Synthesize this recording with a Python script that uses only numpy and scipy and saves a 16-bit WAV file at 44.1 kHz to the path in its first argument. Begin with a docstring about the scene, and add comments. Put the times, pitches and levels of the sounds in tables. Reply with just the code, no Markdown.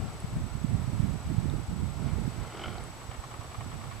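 """A horse snorts some way off: its fluttering nostrils chop the breath into puffs that excite the nasal
resonances, and faint echoes follow. Turbulent wind buffets the microphone, mostly on the right, over a
faint outdoor hush. Close by, a camera's motor hums, a thin whine pulses, and near the end the mechanism
rattles the case in soft ticks, mostly in quick pairs. Four tiny, bright clicks sound along the way."""
import sys
import numpy as np
from scipy import signal
from scipy.io import wavfile
from scipy.ndimage import uniform_filter1d

SR = 44100
rng = np.random.default_rng(int(sys.argv[2]) if len(sys.argv) > 2 else 0)


def unload_wav(signal):
    """Save mono or channel-first audio to the path in sys.argv[1] as 16-bit WAV at rate SR, clipped to [-1, 1]."""
    wavfile.write(
        sys.argv[1],
        SR,
        np.round(np.clip(np.atleast_2d(signal).T, -1, 1) * 32767).astype(np.int16),
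    )


N = 176400
TIME = np.arange(N) / SR

# Spectrum of the outdoor hush: f/Hz, relative spectral level/dB
HUSH_SPECTRUM = [(40,4.5),(150,-1),(300,-2),(500,-4.5),(750,-0.95),(1000,-3),(1300,-3.5),(1650,-10.5),(2000,-9),(2500,-12),(4000,-14),(7500,-19),(11000,-23),(14500,-30.5)]
# Envelope of the hush: t/s, level/dB
HUSH_LEVEL = [(0,-46.5),(.6,-47.5),(1.02,-46.5),(1.8,-47.5),(2.3,-46),(2.95,-47),(4,-46.5)]
# Likeness of the hush in the two channels: f/Hz, correlation coefficient
HUSH_CORRELATION = [(50,0.46),(300,0.94),(1200,0.49),(3000,0.13),(7000,0.13),(14000,0.13)]
# Movements of the camera mechanism: t/s, relative level/dB
TICKS = [(3.012,-39),(3.111,-33),(3.141,-37),(3.237,-33.5),(3.31,-36),(3.339,-36.5),(3.41,-36),(3.441,-40),(3.513,-38),(3.543,-32.5),(3.606,-33),(3.714,-34),(3.739,-39),(3.811,-37.5),(3.838,-37.5),(3.911,-33)]
# Modes of the camera case: f/Hz, bandwidth/Hz, relative level/dB
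CASE_MODES = [(740,205,-3.5),(1155,190,0.5),(1820,298,-10),(2255,250,-12),(2900,550,-12.5),(3950,1900,-17)]
# Bright clicks: t/s, peak level before panning/dB, f/Hz, left minus right/dB
CLICKS = [(.2035,-34.5,9500,2),(1.499,-35.5,3720,1),(2.783,-36,4100,10),(2.839,-34,9000,-1)]
# Wind strength at the left and right microphone ports: t/s, relative level/dB
WIND_LEFT = [(0,-24.5),(.19,-46),(.3,-41),(.38,-23.5),(.47,-60),(.64,-52),(.71,-37),(.82,-43),(.95,-40.5),(1.15,-57),(1.28,-38),(1.38,-44),(1.48,-50),(1.64,-51),(1.73,-40.5),(1.9,-55),(3.3,-53),(3.7,-45.5),(4,-53)]
WIND_RIGHT = [(0,-42),(.27,-40),(.35,-30.5),(.44,-29),(.5,-34),(.62,-31),(.73,-24),(.81,-27),(.94,-27),(1.05,-24),(1.16,-28.5),(1.23,-40),(1.29,-24),(1.36,-28.5),(1.52,-24.5),(1.6,-27),(1.65,-38.5),(1.71,-29.5),(1.87,-24.5),(1.94,-35.5),(2.01,-26),(2.26,-26.5),(2.32,-38),(2.43,-28.5),(2.51,-45.5),(2.67,-33.5),(2.83,-36.5),(2.98,-46.5),(3.55,-44.5),(3.66,-34.5),(4,-38)]
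# Spectrum of the wind in its strongest gusts: f/Hz, relative spectral level/dB
WIND_SPECTRUM = [(20,-37),(35,-6.5),(60,-1),(90,1),(130,-2),(180,-5),(260,-12),(400,-25),(800,-52),(2000,-41.5)]
# Single eddies striking a port: t/s, envelope peak level/dB, f/Hz, port
EDDIES = [(0.014,-24.5,126,"left"),(.247,-18.5,130,"left"),(0.381,-25,118,"left"),(1.264,-26,101,"left"),(1.69,-23.5,67.6,"left"),(1.825,-28,146,"left"),(0.442,-21.5,99,"right"),(0.555,-20.5,125,"right"),(.648,-13,171,"right"),(.748,-12,108,"right"),(1.004,-11.5,123,"right"),(1.041,-19.5,99,"right"),(1.097,-25.5,149,"right"),(1.385,-12.5,103,"right"),(1.458,-18.5,222,"right"),(1.54,-21.5,310,"right"),(2.063,-28.5,99,"right"),(2.133,-19,136,"right"),(2.185,-22.5,305,"right"),(2.279,-16.5,192,"right"),(2.39,-28.5,69.5,"right"),(3.095,-26,82,"right"),(3.195,-24.5,62.4,"right"),(3.396,-25.5,105,"right"),(3.587,-24,87.4,"right"),(3.665,-28.5,222,"right")]
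# Breath through the nostrils: t/s, relative level/dB
BREATH_LEVEL = [(0,-46.5),(.08,-44.5),(.15,-49.5),(.4,-55.5),(1.9,-59),(2.09,-41.5),(2.22,-58),(2.34,-46),(2.43,-43.5),(2.53,-42),(2.59,-39),(2.645,-36.5),(2.72,-41),(2.8,-42.5),(3.03,-63)]
# Flapping rate of the nostrils: t/s, f/Hz
FLUTTER_RATE = [(2.39,39),(2.52,41),(2.61,45),(2.645,49),(2.69,41.5),(2.8,38)]
# Nasal resonances: f/Hz, first-stage bandwidth/Hz, relative level/dB, extra gain/(dB per dB of breath)
NOSE_MODES = [(341,240,-6.5,-0.35),(720,560,-5,-0.35),(1357,140,-2,0.8),(2150,340,-7,0.4),(3065,160,-4.5,1.7),(3500,490,-15.5,0.6),(4800,1100,-16,1)]
# Reflections from the ground and the edge of a wood: delay/s
ECHO_DELAYS = [.031,.047,.073,.11]


def from_db(db):
    """A level in decibels is the logarithm of an amplitude ratio; return that ratio."""
    return 10 ** (np.asarray(db) / 20)


def unit_rms(x):
    """Normalisation to unit mean power."""
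    return x / np.sqrt(np.mean(x ** 2) + 1e-20)


def evened(x, span_s):
    """Division by a sliding rms holds each channel near unit power."""
    size = int(span_s * SR) + 1
    return x / np.sqrt(uniform_filter1d(uniform_filter1d(x ** 2, size), size) + 1e-12)


def in_time(rows):
    """Linear interpolation of (t/s, value) points."""
    return np.interp(TIME, *np.transpose(rows))


def at_hz(rows, hz):
    """Interpolation of (f/Hz, value) points on a logarithmic frequency axis."""
    f, value = np.transpose(rows)
    return np.interp(np.log(hz), np.log(f), value)


def panned(x, pan_db):
    """A level difference, left minus right, places a sound at constant power."""
    gains = from_db([[pan_db / 2], [-pan_db / 2]])
    return x * gains / np.sqrt(np.sum(gains ** 2))


def drift(corner_hz):
    """Low-pass filtered noise gives a slow random fluctuation of unit rms."""
    step = 40
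    pole = np.exp(-2 * np.pi * corner_hz * step / SR)
    white = rng.standard_normal(N // step + 2002)
    slow = signal.lfilter([1], [1, -2 * pole, pole * pole], white)[2000:]
    return np.interp(np.arange(N) / step, np.arange(len(slow)), unit_rms(slow))


def resonate(x, hz, width_hz, order=1):
    """A resonator passes a band whose edges have the centre frequency as their geometric mean."""
    low = np.sqrt(hz ** 2 + width_hz ** 2 / 4) - width_hz / 2
    band = signal.butter(order, [low, low + width_hz], "band", fs=SR, output="sos")
    return signal.sosfilt(band, x + 1e-18)


def noise_bands(count):
    """Third-octave analysis of two independent noises, from 20 Hz up: yields (f/Hz, pair of bands)."""
    white = rng.standard_normal((2, 2, N + SR // 10))
    for k in range(count):
        hz = 20 * 2 ** (k / 3)
        yield hz, resonate(white[k % 2], hz, .232 * hz, order=2)[:, -N:]


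def outdoor_hush():
    """Distant countryside and trees form a partly coherent field, least correlated in the treble."""
    out = 0
    for hz, (mid, side) in noise_bands(count=30):
        correlation = at_hz(HUSH_CORRELATION, hz)
        band = np.sqrt(1 + correlation) * mid + np.sqrt(1 - correlation) * side * [[1], [-1]]
        out += from_db(at_hz(HUSH_SPECTRUM, hz)) * band
    return unit_rms(out) * from_db(in_time(HUSH_LEVEL))


def motor_hum(hz=118.8, left_db=-58, right_db=-49.5):
    """Periodic vibration of the camera motor gives a low tone, slightly modulated in phase."""
    tone = np.sqrt(2) * np.sin(2 * np.pi * hz * TIME + 1.04 * drift(9.5))
    return np.outer(from_db([left_db, right_db]), tone)


def camera_whine(carrier_hz=7867.1, pulses_per_s=29.97, weak_share=.33):
    """Amplitude modulation in strong and weak steps of alternating sign splits a tone into sidebands."""
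    phase = np.pi * pulses_per_s * (TIME - .0043)
    strong = np.cos(phase) ** 2 > .5
    steps = np.where(strong, np.sign(np.cos(phase)), weak_share * np.sign(np.sin(phase)))
    carrier = np.sqrt(2) * np.sin(2 * np.pi * carrier_hz * TIME)
    return np.outer(from_db([-55, -61.5]), steps * carrier)  # left, right


def camera_ticks(gain_db=-3.5):
    """Forced vibration: each small movement of the mechanism briefly rattles the modes of the case."""
    envelope = sum(from_db(db + gain_db) * burst(TIME - s, rise_s=.0023, decay_s=.011) for s, db in TICKS)
    rattle = rng.standard_normal(N) + 1.6 * rng.standard_normal((2, N))
    ring = 0
    for k, (hz, width_hz, db) in enumerate(CASE_MODES):
        ring += (-1) ** k * from_db(db) * unit_rms(resonate(rattle, hz, width_hz, order=2))
    return panned(envelope * unit_rms(ring), pan_db=-1.5)


def burst(age, rise_s, decay_s):
    """Envelope of a damped transient: linear rise, exponential decay."""
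    return np.clip(age / rise_s, 0, 1) * np.exp(-np.maximum(age - rise_s, 0) / decay_s)


def clicks():
    """Each tiny, bright click is the impulse response of one quickly damped resonance."""
    out = 0
    for s, db, hz, pan_db in CLICKS:
        impulse = np.arange(N) == int(s * SR)
        ring = resonate(impulse, hz, width_hz=.15 * hz, order=2)
        out += panned(from_db(db) * ring / np.abs(ring).max(), pan_db)
    return out


def wind_rumble(full_gust_db=-22.5, gain_db=-1):
    """Turbulent pressure makes a lumpy rumble, separate at each port and brighter in gusts."""
    strength_db = np.array([in_time(WIND_LEFT), in_time(WIND_RIGHT)])
    tilt_db_per_octave = .17 * (strength_db - full_gust_db)
    lumps_db = 3.5 * np.clip(drift(23.6), -2, 2)
    rumble = 0
    for hz, band in noise_bands(count=21):
        brighten_db = tilt_db_per_octave * max(np.log2(hz / 100), 0)
        flicker_db = 1.15 * drift(16.6)
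        rumble += band * from_db(at_hz(WIND_SPECTRUM, hz) + brighten_db + lumps_db + flicker_db)
    return evened(rumble, span_s=.049) * from_db(gain_db + strength_db)


def wind_eddies(width_cycles=.39):
    """An eddy passing a port makes one pressure swing, a sine under a Gaussian, heard as a thump."""
    out = np.zeros((2, N))
    for s, db, hz, port in EDDIES:
        cycles = (TIME - s) * hz
        envelope = np.exp(-np.minimum((cycles / width_cycles) ** 2 / 2, 20))
        out[int(port == "right")] -= from_db(db) * envelope * np.sin(2 * np.pi * cycles)
    return out


def echoes(direct, gain_db=-15.5):
    """Reflections travel longer paths, arriving late and weak, alternately left and right."""
    out = np.zeros((2, N))
    for k, delay_s in enumerate(ECHO_DELAYS):
        out[k % 2] += np.interp(TIME - delay_s, TIME, direct[k % 2])
    return from_db(gain_db) * out


def nostril_valve(start_s=2.36, flap_onset_s=2.635, leak=.42):
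    """Fluttering nostrils act as a leaky valve that modulates the airflow into uneven puffs."""
    rate_hz = in_time(FLUTTER_RATE)
    cycles = np.cumsum(rate_hz) / SR
    cycles -= np.interp(flap_onset_s, TIME, cycles)  # one flap opens as the breath nears its peak
    age_s = cycles % 1 / rate_hz
    uneven_db = 1.2 * drift(40)
    puffs = burst(age_s, rise_s=.0037, decay_s=.0036) * from_db(uneven_db)
    return np.where(TIME > start_s, unit_rms(leak + puffs), 1)


def horse_snort(gain_db=-7, stereo_width=.075):
    """Source and filter: chopped breath noise excites the nasal resonances; harder breath is brighter."""
    breath_db = in_time(BREATH_LEVEL)
    opening = nostril_valve()
    mid, side = rng.standard_normal((2, N))
    airflow = opening * (mid + stereo_width * side * [[1], [-1]])
    direct = 0
    for k, (hz, width_hz, db, brighten) in enumerate(NOSE_MODES):
        formant = resonate(airflow, hz, width_hz)
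        formant = unit_rms(resonate(formant, hz, hz / 2))  # a second stage steepens the skirts
        level_db = gain_db + db + breath_db + brighten * (breath_db - breath_db.max())
        direct += (-1) ** k * formant * from_db(level_db)
    return direct + echoes(direct)


def scene():
    """Superposition: the pressures of all sources add at the microphone."""
    outdoors = wind_rumble() + wind_eddies() + outdoor_hush() + horse_snort()
    return outdoors + clicks() + camera_ticks() + motor_hum() + camera_whine()


def record(dry, cutoff_hz=14500):
    """Band limiting: a steep zero-phase low-pass filter removes the highest treble."""
    return signal.sosfiltfilt(signal.ellip(10, .05, 60, cutoff_hz, fs=SR, output="sos"), dry)


dry = scene()
out = record(dry)
unload_wav(out)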